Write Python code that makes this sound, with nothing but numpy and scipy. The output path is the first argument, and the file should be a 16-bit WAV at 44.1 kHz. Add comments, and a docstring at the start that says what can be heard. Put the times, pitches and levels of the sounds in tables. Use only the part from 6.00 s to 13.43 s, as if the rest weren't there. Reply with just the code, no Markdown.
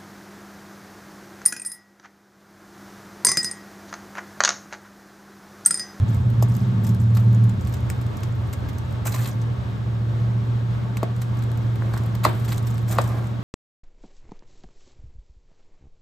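"""Pizza wheel on a foil-lined baking sheet.

Close up in a small kitchen, crust and foil crackle in showers of tiny fractures. The wheel scrapes
and knocks on the sheet, which rings briefly and shifts on the counter. A low hum, most likely a
lumpy eight-cylinder engine outside, rises and falls and booms through the walls over room noise."""
import sys
import numpy as np
from scipy import signal
from scipy.fft import rfft, irfft
from scipy.io import wavfile
from scipy.ndimage import uniform_filter1d, minimum_filter1d

SR = 44100
rng = np.random.default_rng(int(sys.argv[2]) if len(sys.argv) > 2 else 0)


def store_wav(level_fs):
    """Save 16-bit WAV to argv[1]."""
    pcm = np.round(np.clip(np.atleast_2d(level_fs), -1, 1) * 32767)
    wavfile.write(sys.argv[1], SR, pcm.T.astype(np.int16))


N = 327663
TIME_S = np.arange(N) / SR
FREQ_HZ = np.arange(N + 1) * SR / (2 * N)
TOP_HZ = 15900

# Room noise spectrum: f/Hz, gain/dB
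AIR_EQ = [(25, -25.5), (60, 9), (200, 7.5), (350, -1.5), (650, -4.5), (830, -9), (1120, -9.5), (1600, -12),
          (2200, -19), (2800, -20), (3500, -21), (5000, -28), (8000, -35.5), (15000, -42.5)]
# Faint steady notes in the room noise, the lowest at overtones of the engine hum: f/Hz, width/Hz, gain/dB
STEADY_NOTES = [(191.5, 3.6, 6), (333, 5.1, 3.5), (386, 6.2, 7), (623, 7.3, -3), (895, 32, 8), (1121, 69, 6.5),
                (1283, 31, 3.5), (1628, 65, 2.5), (2158, 52, 6.5), (3310, 72, 4.5), (3740, 44, 7),
                (4140, 160, 2.5)]
# Room noise, left against right: f/Hz, correlation
AIR_CORRELATION = [(100, 0.22), (300, 0.46), (800, 0.019), (2000, 0.07), (4000, 0.14), (7000, 1)]

# Engine eases off, pulls, idles, runs evenly: t/s, speed/rpm
ENGINE_SPEED = [(0, 2338), (0.29, 1970), (0.6, 2100), (0.9, 2230), (1.25, 2314), (1.5, 2262), (1.83, 1696),
                (2.15, 1447), (2.5, 1324), (3.03, 1358), (3.7, 1698), (4.3, 1744), (5.1, 1772), (5.8, 1713),
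                (6.5, 1734), (7.1, 1733), (7.43, 1790)]
# Throttle: t/s, opening (0-1)
THROTTLE_OPENING = [(0, 0), (.3, 0.6), (.5, 0.73), (.92, 0.95), (1.05, 0.4), (1.5, 0.74), (1.62, 0.14),
                    (2.2, 0.07), (3.03, 0.24), (3.1, 0.07), (4.9, 0.27), (5.6, 0.05), (7.43, 0.48)]
# Firings of one cycle: strength/dB, lateness/firing intervals
FIRING_CYCLE = [(-16.5, 0.044), (-8.5, -0.032), (-2, 0.39), (-38, -0.39), (0, -0.0071), (13, 0.11),
                (6.5, -0.22), (-9.5, -0.33)]
# Path through exhaust, walls and room: f/Hz, gain/dB
WALL_EQ = [(22, -67.5), (46, -20), (56, -14), (71, 4.5), (82, -2.5), (93, 7.5), (104, 0.5), (123, 9),
           (137, -7), (168, -4), (205, -2.5), (228, -3.5), (255, -19), (400, -29), (1500, -85.5)]
# Standing waves in the kitchen: f/Hz, width/Hz, gain/dB
ROOM_MODES = [(116.5, 13.8, 15), (190.7, 12, 7), (329.8, 11, 19.5), (404, 5.2, 12.5)]
# Hum bands: t/s, relative boom level/dB, rumble level/dB
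HUM_LEVELS = [(0, -21, -4.5), (.1, -19.5, -45), (.18, -24, -19.5), (.26, -18, -30), (.32, -20.5, -32),
              (.42, -15, -31), (.55, -21, -37), (.68, -21, -43), (1, -18.5, -27.5), (1.2, -15, -29.5),
              (1.47, -14.5, -38.5), (1.62, -31, -25.5), (1.7, -24.5, -26), (1.78, -29.5, -31),
              (1.86, -25, -25), (1.93, -25.5, -32), (2.07, -25, -30), (2.17, -30.5, -32),
              (2.28, -25.5, -33), (2.42, -25.5, -29.5), (2.6, -32, -29.5), (3.03, -27.5, -33),
              (3.18, -21.5, -45), (3.3, -28, -40), (3.45, -21.5, -40), (3.58, -28, -30), (3.72, -28, -38),
              (3.9, -24.5, -35), (4.2, -21.5, -37), (4.6, -22, -41.5), (4.92, -26, -43), (5.7, -22, -35),
              (6.1, -24.5, -37.5), (6.6, -23, -37), (7.1, -23.5, -37), (7.43, -28.5, -43)]

# Sheet shifting on the counter: t/s, length/s, level/dB
SHEET_SLIDES = [(3.06, 0.2, -46), (5.787, 0.24, -44.5), (6.891, 0.22, -39), (7.144, 0.043, -41.5)]
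# Sheet-on-counter friction spectrum: f/Hz, gain/dB
SLIDE_EQ = [(200, -1.5), (500, 0), (1200, -4), (1700, -11.5), (3000, -22), (7000, -28)]
# Metallic notes of wheel, sheet and foil: t/s, f/Hz, level/dB, t60/s
METAL_PINGS = [(1.346, 7000, -38, 0.026), (3.06, 1330, -29, 0.037), (3.073, 1550, -30, 0.027),
               (3.143, 1023, -30.5, 0.079), (3.1425, 2150, -34, 0.029), (3.142, 4020, -29, 0.023),
               (3.188, 1760, -37, 0.059), (5.033, 713, -33, .24), (6.2502, 4130, -12, 0.015),
               (6.252, 3740, -39, 0.19), (6.9, 636, -35, 0.26)]
# Blows on the sheet: t/s, level/dB, centre f/Hz, half-width/oct, tail gain/dB, left minus right/dB
WHEEL_KNOCKS = [(0.4252, -15.5, 590, 0.95, -30, 3), (1.9005, -24.5, 2050, 0.35, -12, 3),
                (4.9696, -26, 2290, 0.36, -16, 0), (5.0298, -13.5, 600, 0.95, -23, 2),
                (5.0315, -17, 340, 0.8, -22, 2), (6.2509, -3.5, 1070, 0.3, -14.5, 0.5),
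                (6.9845, -17, 1600, 0.3, -24, 2), (6.9863, -3.5, 750, 0.95, -25, 2),
                (6.9885, -14, 580, 0.3, -16, 2), (6.999, -19, 700, 1.1, -20, 2),
                (1.17, -26, 694, 1.2, -9, 0), (2.233, -27, 1800, 0.8, -18, 0),
                (3.06, -24, 680, 0.5, -14, 0), (3.161, -26, 1500, 0.8, -20, 0),
                (3.257, -28, 2100, 0.9, -14, 0), (5.822, -23, 1040, 0.82, -21, 0),
                (5.939, -23, 990, 0.77, -20, 0), (5.968, -25, 1100, 0.74, -18, 0),
                (6.2512, -11, 700, 0.4, -16, 2), (6.2652, -13, 280, 1.8, -15, 2),
                (6.521, -22, 2400, 1.0, -15, 0)]
# Modes of the loaded sheet: f/Hz, relative level/dB, t60/s
SHEET_MODES = [(338, -17, 0.04), (427, -6.5, 0.12), (500, 0, 0.23), (667, 19.5, 0.092), (683, 11, 0.1),
               (774, -10, 0.029), (950, -12, 0.057), (1090, 22.5, 0.033), (1103, 10, 0.024),
               (1310, 3, 0.025), (1450, 16.5, 0.04), (1720, -14, 0.025), (2250, -5, 0.012),
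               (2940, -1, 0.016), (3300, -1, 0.025), (4130, 20, 0.025), (4640, 4, .012)]
# Diffuse ring after a knock: f/Hz, gain/dB
TAIL_EQ = [(30, -7.5), (80, 5), (330, 15.5), (520, 4), (680, 8.5), (850, 5.5), (1150, 5.5), (1700, 1),
           (2300, -5), (3900, -9.5), (6000, -26), (15000, -45)]
# Sheet and kitchen resonances in that ring: f/Hz, width/Hz, gain/dB
TAIL_PEAKS = [(641, 50, 6), (926, 60, 5), (1168, 60, 2), (1750, 90, 3), (3122, 120, 3), (3660, 120, 6)]

# Bright foil spectrum: f/Hz, gain/dB
FOIL_EQ = [(1500, -29), (3000, -6.5), (4500, -1.5), (7500, 1.5), (10500, -4.5), (13000, -1), (15500, -1)]
# Duller crust spectrum: f/Hz, gain/dB
CRUST_EQ = [(250, -16), (600, 7), (1300, 5.5), (2000, 4.5), (2700, 1.5), (4200, 2.5), (7000, -12)]
# Wheel dragging on foil: t/s, length/s, relative level/dB, crust send/dB
WHEEL_SCRAPES = [(3.051, 0.03, -30, -2), (3.101, 0.19, -44, 4), (6.232, 0.011, -22.5, 3.5),
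                 (6.26, 0.185, -55.5, 7.5), (6.496, 0.035, -41, 5), (6.871, 0.066, -38.5, 0)]
# Wheel in the pizza: start/s, end/s
CUT_SPANS = [(.07, 2.95), (5.15, 7.3)]
# Pushes of the wheel: t/s, length/s, relative level/dB
WHEEL_PUSHES = [(.075, 0.084, -43.5), (.48, 0.15, -44), (.83, 0.048, -39), (.99, 0.017, -42.5),
                (1.14, 0.035, -38), (1.6, 0.13, -48), (1.885, 0.022, -46), (3.05, .03, -35),
                (3.11, 0.19, -37.5), (5.19, .04, -58), (5.93, .05, -46), (6.225, 0.096, -43),
                (6.44, 0.13, -38), (6.65, 0.14, -45), (6.88, 0.079, -37), (7, 0.08, -39)]
# Snaps of crust and foil: t/s, relative level/dB, time to -20 dB/s, crust send/dB
CRUST_SNAPS = [(0.1455, -35.5, 0.006, -8), (0.3005, -40.5, 0.007, -3), (0.4242, -22, 0.0099, -14),
               (0.5507, -29, 0.0039, -9), (0.5658, -29, 0.0055, -14), (0.8457, -33, 0.0088, -3),
               (0.8664, -32, 0.018, -7), (0.8897, -33, 0.0112, -11), (0.945, -36.5, 0.0079, -3),
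               (1.1484, -33.5, 0.0092, -15), (1.1694, -30, 0.0091, 2.5), (1.3291, -40.5, 0.0075, -1),
               (1.3464, -34, 0.0036, -14), (1.4397, -33, 0.0044, -19), (1.4941, -33.5, 0.0065, -1),
               (1.6095, -37, 0.006, -8), (1.6490, -40, 0.0036, -18), (1.6712, -34, 0.01, -5),
               (1.7248, -36, 0.0053, -6), (1.7383, -29.5, 0.0097, -3.5), (1.7675, -42, 0.005, -8),
               (1.8055, -43, 0.005, -8), (1.9002, -18.5, 0.0033, -9), (2.0125, -36.5, 0.0086, -4),
               (2.0635, -40.5, 0.0091, -18), (2.1699, -32, 0.005, -12), (2.2047, -40, 0.0058, -18),
               (2.2325, -27.5, 0.0084, -13), (2.4715, -43, 0.005, -8), (2.5281, -29, 0.0072, -5),
               (2.5321, -30.5, 0.012, -1.5), (2.6876, -39, 0.017, 2), (2.7305, -43, 0.007, -8),
               (2.7819, -32, 0.0064, -12), (2.9085, -42, 0.0061, -8), (2.9245, -42, 0.0054, -10),
               (3.0545, -31, 0.009, -4), (3.0655, -29.5, 0.0097, -8), (3.0735, -31.5, 0.011, -1),
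               (3.1201, -26.5, 0.013, -7), (3.141, -28.5, 0.009, 2), (3.147, -26, 0.011, -10),
               (3.1607, -28, 0.0062, -4), (3.1902, -34, 0.0068, -3), (3.2151, -36.5, 0.0087, -4),
               (3.2565, -34.5, 0.011, 6.5), (3.2746, -27.5, 0.0061, -14), (3.286, -31, 0.007, -10),
               (3.4158, -40, 0.013, -23), (4.9697, -28.5, 0.0076, -1), (5.03, -31, 0.0086, 2.5),
               (5.1635, -38.5, 0.006, -8), (5.2148, -31.5, 0.019, -4), (5.3705, -40.5, 0.006, -8),
               (5.3895, -39, 0.005, -8), (5.4228, -41.5, 0.0083, 6), (5.4365, -37.5, 0.005, -6),
               (5.5162, -37, 0.0044, -2), (5.5734, -37.5, 0.0069, -3), (5.7565, -38.5, 0.0052, 3.5),
               (5.9357, -39.5, 0.017, 5), (5.9744, -31, 0.0093, -0.5), (6.0345, -39.5, 0.007, -6),
               (6.0605, -37, 0.0076, -6), (6.1497, -31.5, 0.007, 1), (6.2396, -27, 0.009, 4.5),
               (6.2486, -17, 0.0063, 6), (6.3515, -36.5, 0.0043, -8), (6.3975, -36.5, 0.0055, -8),
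               (6.4483, -35.5, 0.016, -1), (6.4804, -34, 0.017, 2), (6.4913, -30.5, 0.004, 2),
               (6.503, -34, 0.0088, -8), (6.5214, -28, 0.011, -1), (6.5784, -24.5, 0.005, -4),
               (6.6283, -36, 0.0061, -18), (6.6691, -31.5, 0.012, -6), (6.7105, -36.5, 0.005, -8),
               (6.7797, -34, 0.0055, 0), (6.9101, -30, 0.0095, -7), (6.9248, -24, 0.0079, -9),
               (6.9838, -33, 0.011, 13.5), (7.0129, -27.5, 0.012, -23), (7.04, -31, 0.0059, -18),
               (7.076, -33, 0.007, -8), (7.2704, -36.5, 0.0042, -10)]

# Phase between the two microphones: f/Hz, left lead/rad
MIC_PHASE = [(0, 0), (2000, 0), (3000, .7), (5000, 0), (7600, 0), (10000, -3.1), (12200, -6.2),
             (13600, -6.4), (15200, -9.4)]


def undb(db):
    """Decibels to gain."""
    return 10 ** (np.asarray(db) / 20)


def set_rms(x, db):
    """Scale to an rms level."""
    return x * undb(db) / np.sqrt(np.mean(x ** 2))


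def pan(db):
    """Stereo gains for a left-minus-right level."""
    return undb(np.array([[db], [-db]]) / 2)


def on_log_axis(points):
    """Interpolate (f/Hz, value) points over log frequency."""
    hz, value = np.transpose(points)
    return np.interp(np.log(FREQ_HZ + 1), np.log(hz), value)


def fft_filter(x, gain):
    """Apply one gain per frequency."""
    return irfft(rfft(x, 2 * N) * gain)[..., :N]


def colour(x, eq, peaks=()):
    """Minimum-phase filter from an outline and resonance peaks."""
    peaks_db = sum(db / (1 + (2 * (FREQ_HZ - hz) / width_hz) ** 2) for hz, width_hz, db in peaks)
    cepstrum = irfft(np.log(undb(on_log_axis(eq) + peaks_db)))
    cepstrum[1:N] *= 2
    cepstrum[N + 1:] = 0
    return fft_filter(x, np.exp(rfft(cepstrum)))


def add(track, start_s, sound):
    """Mix a sound in at a time."""
    i = max(int(start_s * SR), 0)
    track[..., i:i + sound.shape[-1]] += sound[..., :N - i]


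def wander(rate_hz):
    """Smooth random curve, spread near 1."""
    step = int(SR / rate_hz)
    return 1.27 * uniform_filter1d(np.repeat(rng.standard_normal(N // step + 1), step), step)[:N]


def grains(per_s, spread_db):
    """Tiny fractures or slips: random impulses of uneven size, rms 1."""
    size = undb(spread_db * np.minimum(rng.exponential(size=N), 4))
    return set_rms((rng.random(N) < per_s / SR) * rng.choice([-1, 1], N) * size, 0)


def stroke(start_s, length_s, rise_s, fall_s):
    """Contact envelope: rise, hold, decay."""
    age_s = np.maximum(TIME_S - start_s, 0)
    return (1 - np.exp(-age_s / rise_s)) * np.exp(-np.maximum(age_s - length_s, 0) / fall_s)


def room(x, t60_s, wet_db):
    """Direct sound plus duller reflections, independent left and right."""
    t = TIME_S[:SR // 2]
    tail = rng.standard_normal((2, len(t))) * undb(-60 * t / t60_s) * (t > 0.002)
    tail = signal.sosfilt(signal.butter(1, 6000, fs=SR, output="sos"), tail)
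    tail *= undb(wet_db) / np.sqrt(np.sum(tail ** 2) / 2)
    return x + signal.fftconvolve(np.atleast_2d(x), tail, axes=1)[:, :N]


def kitchen_air(level_db=-33.5, waver_db=0.55):
    """Steady room noise with faint notes, partly correlated between channels."""
    correlation = on_log_axis(AIR_CORRELATION)
    mid = fft_filter(rng.standard_normal(N), np.sqrt(1 + correlation))
    side = fft_filter(rng.standard_normal(N), np.sqrt(1 - correlation))
    air = colour(np.array([mid + side, mid - side]), AIR_EQ, STEADY_NOTES)
    return set_rms(air, level_db) * undb(waver_db * wander(rate_hz=10)) * pan(db=0.5)


def exhaust_pulses(rpm, throttle, jitter=0.03, scatter_db=2.1, idle_scatter_db=5.0, idle_evening=0.36):
    """Eight unequal firings per two turns; a shut throttle makes them more alike but less steady."""
    phase = np.cumsum(rpm) * 4 / 60 / SR  # in firings
    firing = np.arange(int(phase[-1]))
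    strength_db, lateness = np.array(FIRING_CYCLE)[firing % len(FIRING_CYCLE)].T
    timing_noise, level_noise = rng.standard_normal((len(firing), 2)).T
    shut = np.clip(1 - 5.1 * np.interp(firing, phase, throttle), 0, 1)
    lumpiness = 1 - idle_evening * shut
    onsets = np.searchsorted(phase, firing + lateness * lumpiness + jitter * timing_noise)
    pulse_db = strength_db * lumpiness + (scatter_db + idle_scatter_db * shut) * level_noise
    pulses = np.bincount(np.minimum(onsets, N - 1), undb(pulse_db), N)
    return pulses - uniform_filter1d(pulses, SR // 20)


def through_walls(x, smear_s=0.0204, cutoff_hz=900):
    """Walls pass the bass; unequal paths delay some notes and round each throb."""
    indoors = colour(x, WALL_EQ, ROOM_MODES)
    delay_s = smear_s * np.sin(np.pi * FREQ_HZ / ROOM_MODES[0][0]) ** 2
    lag_rad = 2 * np.pi * np.cumsum(delay_s) * FREQ_HZ[1]
    return fft_filter(indoors, np.exp(-1j * lag_rad) / (1 + (FREQ_HZ / cutoff_hz) ** 4))


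def engine(cruise_rpm=1730, boom_from_hz=99, boom_to_hz=150, boom_trim_db=0.64):
    """Engine outside: deep rumble, room boom, and a growl that grows with throttle and speed."""
    rpm = np.interp(TIME_S, *np.transpose(ENGINE_SPEED))
    throttle = np.interp(TIME_S, *np.transpose(THROTTLE_OPENING))
    exhaust = through_walls(exhaust_pulses(rpm, throttle))
    times_s, *levels_db = np.transpose(HUM_LEVELS)
    boom_db, rumble_db = (np.interp(TIME_S, times_s, db) for db in levels_db)
    growl_db = -41.5 + 8.8 * throttle + 20.2 * np.log2(rpm / cruise_rpm)
    low = 1 / (1 + (FREQ_HZ / boom_from_hz) ** 30)
    high = 1 - 1 / (1 + (FREQ_HZ / boom_to_hz) ** 30)
    hum = 0
    for band, db in ((low, rumble_db), (1 - low - high, boom_db + boom_trim_db), (high, growl_db)):
        part = fft_filter(exhaust, band)
        power = uniform_filter1d(uniform_filter1d(part ** 2, size=4400), size=2200)
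        hum += part / np.sqrt(power) * undb(db)
    return hum * pan(db=-1)


def slides(judder_db=2):
    """The sheet rubs dully on the counter."""
    push = sum(undb(db) * stroke(start_s, length_s, rise_s=0.014, fall_s=0.082)
               for start_s, length_s, db in SHEET_SLIDES)
    friction = set_rms(colour(grains(per_s=2200, spread_db=1), SLIDE_EQ), 0)
    return friction * push * undb(judder_db * wander(rate_hz=50))


def pings(rise_s=0.0012):
    """The wheel or a foil crease springs free and rings briefly on one note."""
    track, t = np.zeros(N), TIME_S[:9000]
    for start_s, hz, db, t60_s in METAL_PINGS:
        envelope = (1 - np.exp(-t / rise_s)) * undb(db - 60 * t / t60_s)
        add(track, start_s, np.sin(2 * np.pi * hz * t) * envelope)
    return track


def knocks(ring_db=-9, tail_rise_s=0.0042, tail_t60_s=0.3):
    """The wheel strikes the sheet: a thwack, modes damped by the food, a diffuse tail."""
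    t = TIME_S[:SR // 2]
    hz, mode_db, t60_s = np.transpose(SHEET_MODES)
    modes = np.sin(2 * np.pi * hz[:, None] * t) * undb(mode_db[:, None] - 60 * t / t60_s[:, None])
    impulse = 1.0 * (t == 0)
    tail_envelope = (1 - np.exp(-t / tail_rise_s)) * undb(-60 * t / tail_t60_s)
    blows, tails = np.zeros((2, N)), np.zeros((2, N))
    for start_s, db, centre_hz, half_oct, tail_db, pan_db in WHEEL_KNOCKS:
        # Place and hardness of the contact set the excited band.
        edges_hz = np.minimum(centre_hz * 2.0 ** np.array([-half_oct, half_oct]), TOP_HZ)
        thwack = signal.sosfilt(signal.butter(5, edges_hz, "band", fs=SR, output="sos"), impulse)
        excitation = 1 / (1 + (np.log2(hz / centre_hz) / half_oct) ** 4)
        ring = excitation @ modes
        blow = thwack / np.abs(thwack).max() + undb(ring_db) * ring / np.abs(ring).max()
        diffuse = rng.standard_normal((2, len(t))) + 0.23 * rng.standard_normal(len(t))
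        gains = undb(db) * pan(pan_db)
        add(blows, start_s, gains * blow)
        add(tails, start_s, gains * undb(tail_db) * diffuse * tail_envelope)
    return room(blows, t60_s=0.17, wet_db=-16) + colour(tails, TAIL_EQ, TAIL_PEAKS)


def scrapes(catch_db=3, foil_db=1, crust_db=1.5):
    """The wheel catches and slips on the foil in a dense, uneven rasp."""
    rasp = grains(per_s=3000, spread_db=-1) * set_rms(undb(catch_db * wander(rate_hz=130)), 0)
    foil, crust = np.zeros(N), np.zeros(N)
    for start_s, length_s, db, send_db in WHEEL_SCRAPES:
        scrape = rasp * undb(db) * stroke(start_s, length_s, rise_s=0.016, fall_s=0.012)
        foil += scrape
        crust += scrape * undb(send_db)
    return undb(foil_db) * colour(foil, FOIL_EQ) + undb(crust_db) * colour(crust, CRUST_EQ)


def creases(fractures, low_hz=3000, high_hz=14500, low_decay_s=0.0007, count=12):
    """Each fracture rings one foil crease or crust flake; higher ones die faster. 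Energy is kept."""
    t = TIME_S[:400]
    crease = rng.integers(0, count, N)
    rung = 0
    for k, hz in enumerate(np.geomspace(low_hz, high_hz, count)):
        ring = np.cos(2 * np.pi * hz * t) * np.exp(-t / low_decay_s * hz / low_hz)
        ring *= np.sqrt(hz / np.sum(ring ** 2))
        rung += signal.oaconvolve(fractures * (crease == k), ring)[:N]
    return rung * np.sqrt(np.sum(fractures ** 2) / np.sum(rung ** 2))


def crackle(gain_db=-9, rolling_db=-56, patchy_db=1):
    """Flakes and creases give way in patches under the wheel, most at each push."""
    contacts = WHEEL_PUSHES + [(start_s, end_s - start_s, rolling_db) for start_s, end_s in CUT_SPANS]
    power = sum((undb(db) * stroke(start_s, length_s, rise_s=0.0027, fall_s=0.033)) ** 2
                for start_s, length_s, db in contacts)
    flakes = creases(grains(per_s=700, spread_db=4))
    patches = set_rms(undb(patchy_db * wander(rate_hz=89)), 0)
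    return undb(gain_db) * colour(flakes * np.sqrt(power) * patches, FOIL_EQ)


def snaps(rise_s=0.0003, foil_db=-6, crust_db=-2, samples=2000):
    """Sudden showers of fractures: brightness from the foil, body from the crust."""
    foil, crust, t = np.zeros(N), np.zeros(N), TIME_S[:samples]
    fractures = grains(per_s=5000, spread_db=3)
    for k, (start_s, db, length_s, send_db) in enumerate(CRUST_SNAPS):
        envelope = (1 - np.exp(-t / rise_s)) * undb(-20 * (t / length_s) ** 2)
        burst = fractures[k * samples:(k + 1) * samples] * envelope
        burst *= undb(db) * np.sqrt(np.sum(envelope ** 2) / np.sum(burst ** 2))
        add(foil, start_s, burst)
        add(crust, start_s, burst * undb(send_db))
    return undb(foil_db) * colour(creases(foil), FOIL_EQ) + undb(crust_db) * colour(crust, CRUST_EQ)


def scene():
    """Cutting and knocks in the kitchen, over engine hum and room noise."""
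    cutting = room(snaps() + pings() + scrapes() + crackle() + slides(), t60_s=0.092, wet_db=-7.5)
    return cutting + knocks() + engine() + kitchen_air()


def limiter(x, ceiling_db=-0.9, recovery_db_per_s=29, samples=45):
    """Gain drops just ahead of a peak over the ceiling, then recovers steadily."""
    over_db = np.maximum(20 * np.log10(np.abs(x).max(axis=0) + 1e-9) - ceiling_db, 0)
    ramp_db = recovery_db_per_s * TIME_S
    gain_db = ramp_db - np.maximum.accumulate(over_db + ramp_db)
    return x * undb(uniform_filter1d(minimum_filter1d(gain_db, samples), samples))


def record(dry):
    """Two closely spaced microphones, apart in treble phase; limiter; steep low-pass."""
    half_lead = np.exp(0.5j * np.interp(FREQ_HZ, *np.transpose(MIC_PHASE)))
    stereo = fft_filter(dry, np.array([half_lead, half_lead.conj()]))
    lowpass = signal.ellip(8, 0.2, 70, TOP_HZ, fs=SR, output="sos")
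    return signal.sosfilt(lowpass, limiter(stereo))


dry = scene()
out = record(dry)
store_wav(out)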